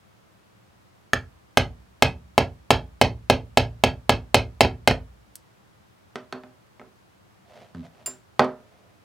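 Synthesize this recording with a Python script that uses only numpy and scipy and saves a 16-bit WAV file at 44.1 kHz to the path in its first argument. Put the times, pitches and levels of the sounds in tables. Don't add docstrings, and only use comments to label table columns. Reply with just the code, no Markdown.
import sys
import numpy as np
from scipy import signal
from scipy.fft import rfft, irfft
from scipy.io import wavfile
from scipy.ndimage import uniform_filter1d

SR = 44100
rng = np.random.default_rng(int(sys.argv[2]) if len(sys.argv) > 2 else 0)


def wrap_up_sound(samples):
    columns = np.atleast_2d(samples).T
    tamed = np.clip(columns, -1, 1)
    steps = np.round(tamed * 32767).astype(np.int16)
    wavfile.write(sys.argv[1], SR, steps)


N = 398663
RING_TIME = np.arange(SR * 3 // 4) / SR
FREQS = np.fft.rfftfreq(4096, 1 / SR)


def gain_of(db):
    return 10 ** (np.asarray(db) / 20)


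def curve(points, hz=FREQS):
    point_hz, value = np.transpose(points)
    return np.interp(np.log(hz + 1), np.log(point_hz), value)


def unit_level(x):
    return x / np.sqrt(np.mean(x ** 2) + 1e-20)


def add(mix, start_s, sound):
    part = mix[round(start_s * SR):][:len(sound)]
    part += sound[:len(part)]


def colour(x, db):
    log_gain = np.log(gain_of(np.maximum(db, -100)))
    mirrored = np.concatenate([log_gain, log_gain[-2:0:-1]])
    taps = np.fft.ifft(np.exp(np.conj(signal.hilbert(mirrored)))).real
    return signal.oaconvolve(x, taps)[:len(x)]


def flatten(x, width_hz):
    spectrum = rfft(x, 2 * len(x))
    power = uniform_filter1d(abs(spectrum) ** 2, max(int(width_hz * 2 * len(x) / SR), 1))
    hz = np.linspace(0, SR / 2, len(spectrum))
    return colour(x, np.interp(FREQS, hz, -10 * np.log10(abs(power) + 1e-12)))


def ring(tones, swell=False):
    out = np.zeros(len(RING_TIME))
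    for k, (hz, db, t60) in enumerate(tones):
        damping = np.log(1000) / t60
        sign = -1 if swell and k % 2 else 1
        envelope = gain_of(db) * 2 * damping / SR * np.exp(-damping * RING_TIME)
        out += sign * envelope * np.sin(2 * np.pi * hz * RING_TIME)
    return out


def burst(tone, t60):
    spectrum = rfft(rng.standard_normal(len(RING_TIME)) * gain_of(-60 * RING_TIME / t60))
    crackle = irfft(spectrum / np.sqrt(abs(spectrum) + 1e-12), len(RING_TIME)) * (RING_TIME < 2 * t60)
    return colour(crackle / np.linalg.norm(crackle), curve(tone))


# (frequency [Hz], relative level [dB])
AIR_TONE = [(15, -55), (25, -28.5), (43, -13.5), (120, -0.5), (141, -9), (206, -5), (242, -16.5),
            (317, -11), (394, -15.5), (659, -16), (1260, -18), (1520, -20.5), (16000, -39.5)]
# (frequency [Hz], level against the shared noise [dB])
AIR_WIDTH = [(60, -5.5), (150, -2), (380, 3), (950, 2.5), (2380, 0.5), (5980, -1), (15000, -9)]

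def room_air():
    shared, side = (unit_level(colour(rng.standard_normal(N), curve(AIR_TONE))) for _ in range(2))
    side = colour(side, curve(AIR_WIDTH))
    return gain_of(-60) * np.array([shared + side, shared - side])


# (frequency [Hz], level [dB])
ECHO_WIDTH = [(60, -13), (300, -13.5), (700, -14), (1600, -11), (5000, -11), (14000, -5)]
# (frequency [Hz], left minus right [dB])
BALANCE = [(60, -.4), (250, -1.6), (550, -3), (1200, -1.7), (2500, -.9), (12000, -.5)]

def stereo(shared, side):
    side = colour(side, curve(ECHO_WIDTH))
    lean_db = curve(BALANCE) / 2
    return np.array([colour(shared + side, lean_db), colour(shared - side, -lean_db)])


def echoes(fade_times, delay_s, rise_s):
    hz, t, noise = signal.stft(rng.standard_normal(len(RING_TIME)), SR, nperseg=256)
    fade = gain_of(-60 * t / curve(fade_times, hz)[:, None])
    tail = signal.istft(noise * fade, SR, nperseg=256)[1][:len(RING_TIME)]
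    return flatten(tail * np.clip((RING_TIME - delay_s) / rise_s, 0, 1), width_hz=120)


# (pitch [Hz], level [dB], fade time [s])
ROOM_TONES = [(256, 7, .28), (377, 0, .27), (447, 2, .27), (560, -2, .22), (608, -11, .3), (674, -8, .22),
              (757, -8, .2), (797, -12, .2), (883, -10, .18), (977, -6, .18), (1066, -4, .2),
              (1663, -4, .17), (2528, -6, .15), (2637, -6, .15)]
# (frequency [Hz], level [dB])
WALL_TONE = [(60, -12.5), (200, -8), (400, -15), (700, -13.5), (1400, -13.5), (2900, -13), (5000, -14.5),
             (9000, -24.5), (16000, -24.5)]
# (frequency [Hz], fade time [s])
WALL_FADE = [(100, 0.29), (500, 0.23), (1500, 0.18), (4000, 0.15), (8000, 0.16), (16000, 0.12)]

def room():
    near, near_side = (echoes([(1000, .027)], delay_s=.001, rise_s=.003) for _ in range(2))
    far, far_side = (colour(echoes(WALL_FADE, delay_s=.008, rise_s=.018), curve(WALL_TONE))
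                     for _ in range(2))
    direct = flatten(signal.unit_impulse(len(RING_TIME)) + gain_of(-6) * near, width_hz=150)
    walls = far + ring(ROOM_TONES, swell=True)
    return stereo(direct, gain_of(-8) * near_side), stereo(walls, far_side)


# (start [s], length [s], level [dB])
SWELLS = [(7.441, 0.28, -50.5), (7.823, 0.06, -50), (7.896, 0.19, -57), (8.394, 0.69, -64)]
# (frequency [Hz], relative level [dB])
SWELL_TONE = [(60, -10), (400, 2.5), (650, 11.5), (1000, -4), (2200, -6.5), (4500, -12.5), (7000, -21.5),
              (15000, -37)]

def rubs_and_lingering_ring():
    ends_db, grains_per_s = -17, 3000
    envelope = np.zeros(N)
    for start_s, length_s, db in SWELLS:
        add(envelope, start_s, gain_of(db + ends_db * np.linspace(-1, 1, round(length_s * SR)) ** 2))
    grains = rng.standard_normal(N) * gain_of(2 * rng.exponential(1, N).clip(0, 5))
    grains *= rng.random(N) < grains_per_s / SR
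    return unit_level(colour(grains, curve(SWELL_TONE))) * envelope


# (frequency [Hz], relative level [dB])
JUDDER_TONE = [(40, -38.5), (85, 3.5), (170, 10.5), (260, 4), (400, -13.5), (1000, -28), (4000, -30.5),
               (16000, -65)]

def judder():
    start_hz, slowing_hz_per_s = 88.6, 138
    hold_s, fade_db_per_s = .063, 420
    rate_hz = np.maximum(start_hz - slowing_hz_per_s * RING_TIME, start_hz / 2)
    slips = np.diff(np.floor(np.cumsum(rate_hz) / SR), prepend=-1)
    level_db = -41.5 - fade_db_per_s * np.maximum(RING_TIME - hold_s, 0)
    return unit_level(colour(slips, curve(JUDDER_TONE))) * gain_of(level_db)


# (frequency [Hz], level [dB])
TICK_TONE = [(300, -37.5), (1500, -23), (4000, -15.5), (9000, -6.5), (16000, -19)]

def stamp_tick():
    return burst(TICK_TONE, t60=.01)


# (pitch [Hz], relative level [dB], fade time [s])
STEEL_TONES = [(2792, 7.5, 0.16), (4899, 1, 0.12), (4980, 1, 0.087), (7328, 20.5, .17), (9240, 6, .11),
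               (9230, 10.5, 0.11), (9600, 8.5, 0.09), (13870, -16, .16), (14700, 6, 0.11)]
# (frequency [Hz], relative level [dB])
CHATTER_TONE = [(100, -10), (600, -4), (1500, 2.5), (3000, -6.5), (6000, -5), (9500, -4), (12000, -23),
                (16000, -11)]

def steel_clink():
    return gain_of(10) * ring(STEEL_TONES) + gain_of(-4.5) * burst(CHATTER_TONE, t60=.27)


# (pitch [Hz], relative level [dB], fade time [s])
BENCH_TONES = [(57, 37, .65), (67.5, 30.5, 0.94), (79, 35, 0.49), (90, 36.5, 0.38), (114, 38, 0.42),
               (130.7, 32.5, .25), (146.3, 31, 0.39), (176.4, 27, 0.87), (235, 19, 0.58)]

def bench_thump():
    return ring(BENCH_TONES, swell=True)


# (time [s], relative level [dB], treble limit [Hz], the tool's own pitch [Hz])
LANDINGS = [(6.1568, -24.5, 2925, 2066), (6.3253, -22, 2500, 4410), (6.4358, -36, 1467, 1740),
            (6.7965, -35, 1303, 2190), (6.815, -35.5, 900, 1350), (7.7479, -38.5, 1920, 1600),
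            (8.075, -31.5, 1505, 620), (8.394, -1.5, 1524, 787), (8.4452, -36.5, 4850, 2560)]
# (pitch [Hz], relative level [dB], fade time [s])
TOP_TONES = [(134, 39.5, .12), (250.2, 37.5, 0.11), (380, 35.5, 0.2), (476, 35.5, 0.073), (615, 42.5, 0.33),
             (743, 31, 0.075), (1085, 28, 0.25), (1287, 31, 0.028), (1560, 30.5, 0.071), (1900, 28, 0.019),
             (2505, 28.5, 0.062), (4630, 27, 0.0066)]
# (frequency [Hz], relative level [dB])
TAP_TONE = [(40, 2), (200, 31), (1500, 24), (4000, 23.5), (8000, 21.5), (16000, 11)]
# (frequency [Hz], relative level [dB])
BOARD_TONE = [(100, 19.5), (400, 25), (1400, 24.5), (2200, 10.5), (5000, 9), (16000, -8)]

def tool_knocks():
    out, top = np.zeros(N), ring(TOP_TONES, swell=True)
    thump = gain_of(-23) * bench_thump()
    for time_s, db, treble_hz, own_hz in LANDINGS:
        treble_loss = 1 + (FREQS / treble_hz) ** 3.55
        bass_loss = 1 + (235 / (FREQS + 1)) ** 4
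        wood = top + burst(TAP_TONE, t60=.0093) + burst(BOARD_TONE, t60=.25)
        knock = colour(wood, -10 * np.log10(treble_loss * bass_loss))
        own_db = 31.5 - 2 * np.log2(own_hz / 1000)
        add(out, time_s, gain_of(db) * (knock + ring([(own_hz, own_db, .018)]) + thump))
    return out


# (time [s], force against a full swing [dB], pitch [factor], glancing [0-1])
MALLET_HITS = [(1.1337, -2.5, 1.077, .85), (1.5725, 0.9, 1.007, 0.25), (2.0232, 1, 1.026, 0.14),
               (2.379, -1.53, 1.06, 0.1), (2.7055, 0.5, 1.074, 0.14), (3.0138, 0.1, 1.02, 0.11),
               (3.2992, -1, 1.02, 0.02), (3.573, 0, 1.05, 0.13), (3.8375, -1.2, 1.053, .05),
               (4.0944, -1, 1.05, 0.08), (4.3444, 1, 1.02, .08), (4.6073, 1.04, 1.06, 0.08),
               (4.649, -13.5, 1.15, 0.26), (4.8753, .7, 1, 0.15), (4.911, -11, 1.14, 0.37)]
# (base pitch [Hz], level hit squarely [dB], level hit at a glance [dB], fade time [s])
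STAMP_TONES = [(378.2, 17, 10.5, 0.011), (623, 39, 19, 0.02), (779.6, 43, 22, 0.0097), (1290, 35, 35, .012),
               (1610, 34.5, 44.5, 0.018), (2148, 31, 30, 0.016), (2490, 33, 17, 0.015),
               (2963, 32, 22, 0.0071), (3700, 22.5, 13.5, 0.0028), (4185, 26, 13, 0.012),
               (6010, 17, 26.5, 0.016), (7140, 7, 6, 0.021), (9300, 7, 0, .006)]
# (frequency [Hz], relative level [dB])
CRACK_TONE = [(40, 2), (200, 21), (1000, 30.5), (2800, 27.5), (5000, 19.5), (8000, 8.5), (11000, 0),
              (16000, -11.5)]

def mallet_blows():
    blows, crack, thump = [], burst(CRACK_TONE, t60=.0063), bench_thump()
    octaves = np.log2(np.clip(FREQS, 300, 8000) / 1000)
    for time_s, force_db, pitch, glance in MALLET_HITS:
        tones = [(hz * pitch, square_db + glance * (glance_db - square_db) + rng.standard_normal(), t60)
                 for hz, square_db, glance_db, t60 in STAMP_TONES]
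        contact = crack + .35 * burst(CRACK_TONE, t60=.012)
        strike = ring(tones) + gain_of(-8 * glance) * contact
        tilt_db_per_octave = .58 + .37 * force_db
        strike = colour(strike, -6 + force_db + tilt_db_per_octave * octaves)
        thump_db = .23 + 1.8 * min(force_db, 0) - 6 * glance
        blows.append((time_s, strike + gain_of(thump_db) * thump))
    return blows


def scene():
    direct, walls = room()
    out = room_air()
    for time_s, blow in mallet_blows():
        _, walls_now = room()
        for channel, path in zip(out, direct + walls_now):
            add(channel, time_s, signal.fftconvolve(blow, path))
    knocks = tool_knocks()
    small_sounds = rubs_and_lingering_ring()
    for time_s, sound in [(5.3554, stamp_tick()), (7.748, judder()), (8.0607, steel_clink())]:
        add(small_sounds, time_s, sound)
    for sound, walls_db in [(knocks, 2), (small_sounds, 0)]:
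        out += signal.oaconvolve(sound[None], direct + gain_of(walls_db) * walls, axes=1)[:, :N]
    return out


def record(dry):
    ceiling, bass_cut_hz, treble_cut_hz = .8, 48, 16300
    drive = signal.resample_poly(dry, 2, 1, axis=1) / ceiling
    squashed = ceiling * drive / (1 + drive ** 6) ** (1 / 6)
    clipped = signal.resample_poly(squashed, 1, 2, axis=1)
    bass_cut = signal.butter(4, bass_cut_hz, "highpass", fs=SR, output="sos")
    treble_cut = signal.firwin(255, treble_cut_hz, window=("kaiser", 9), fs=SR)
    return signal.oaconvolve(signal.sosfilt(bass_cut, clipped), treble_cut[None], "same")


dry = scene()
out = record(dry)
wrap_up_sound(out)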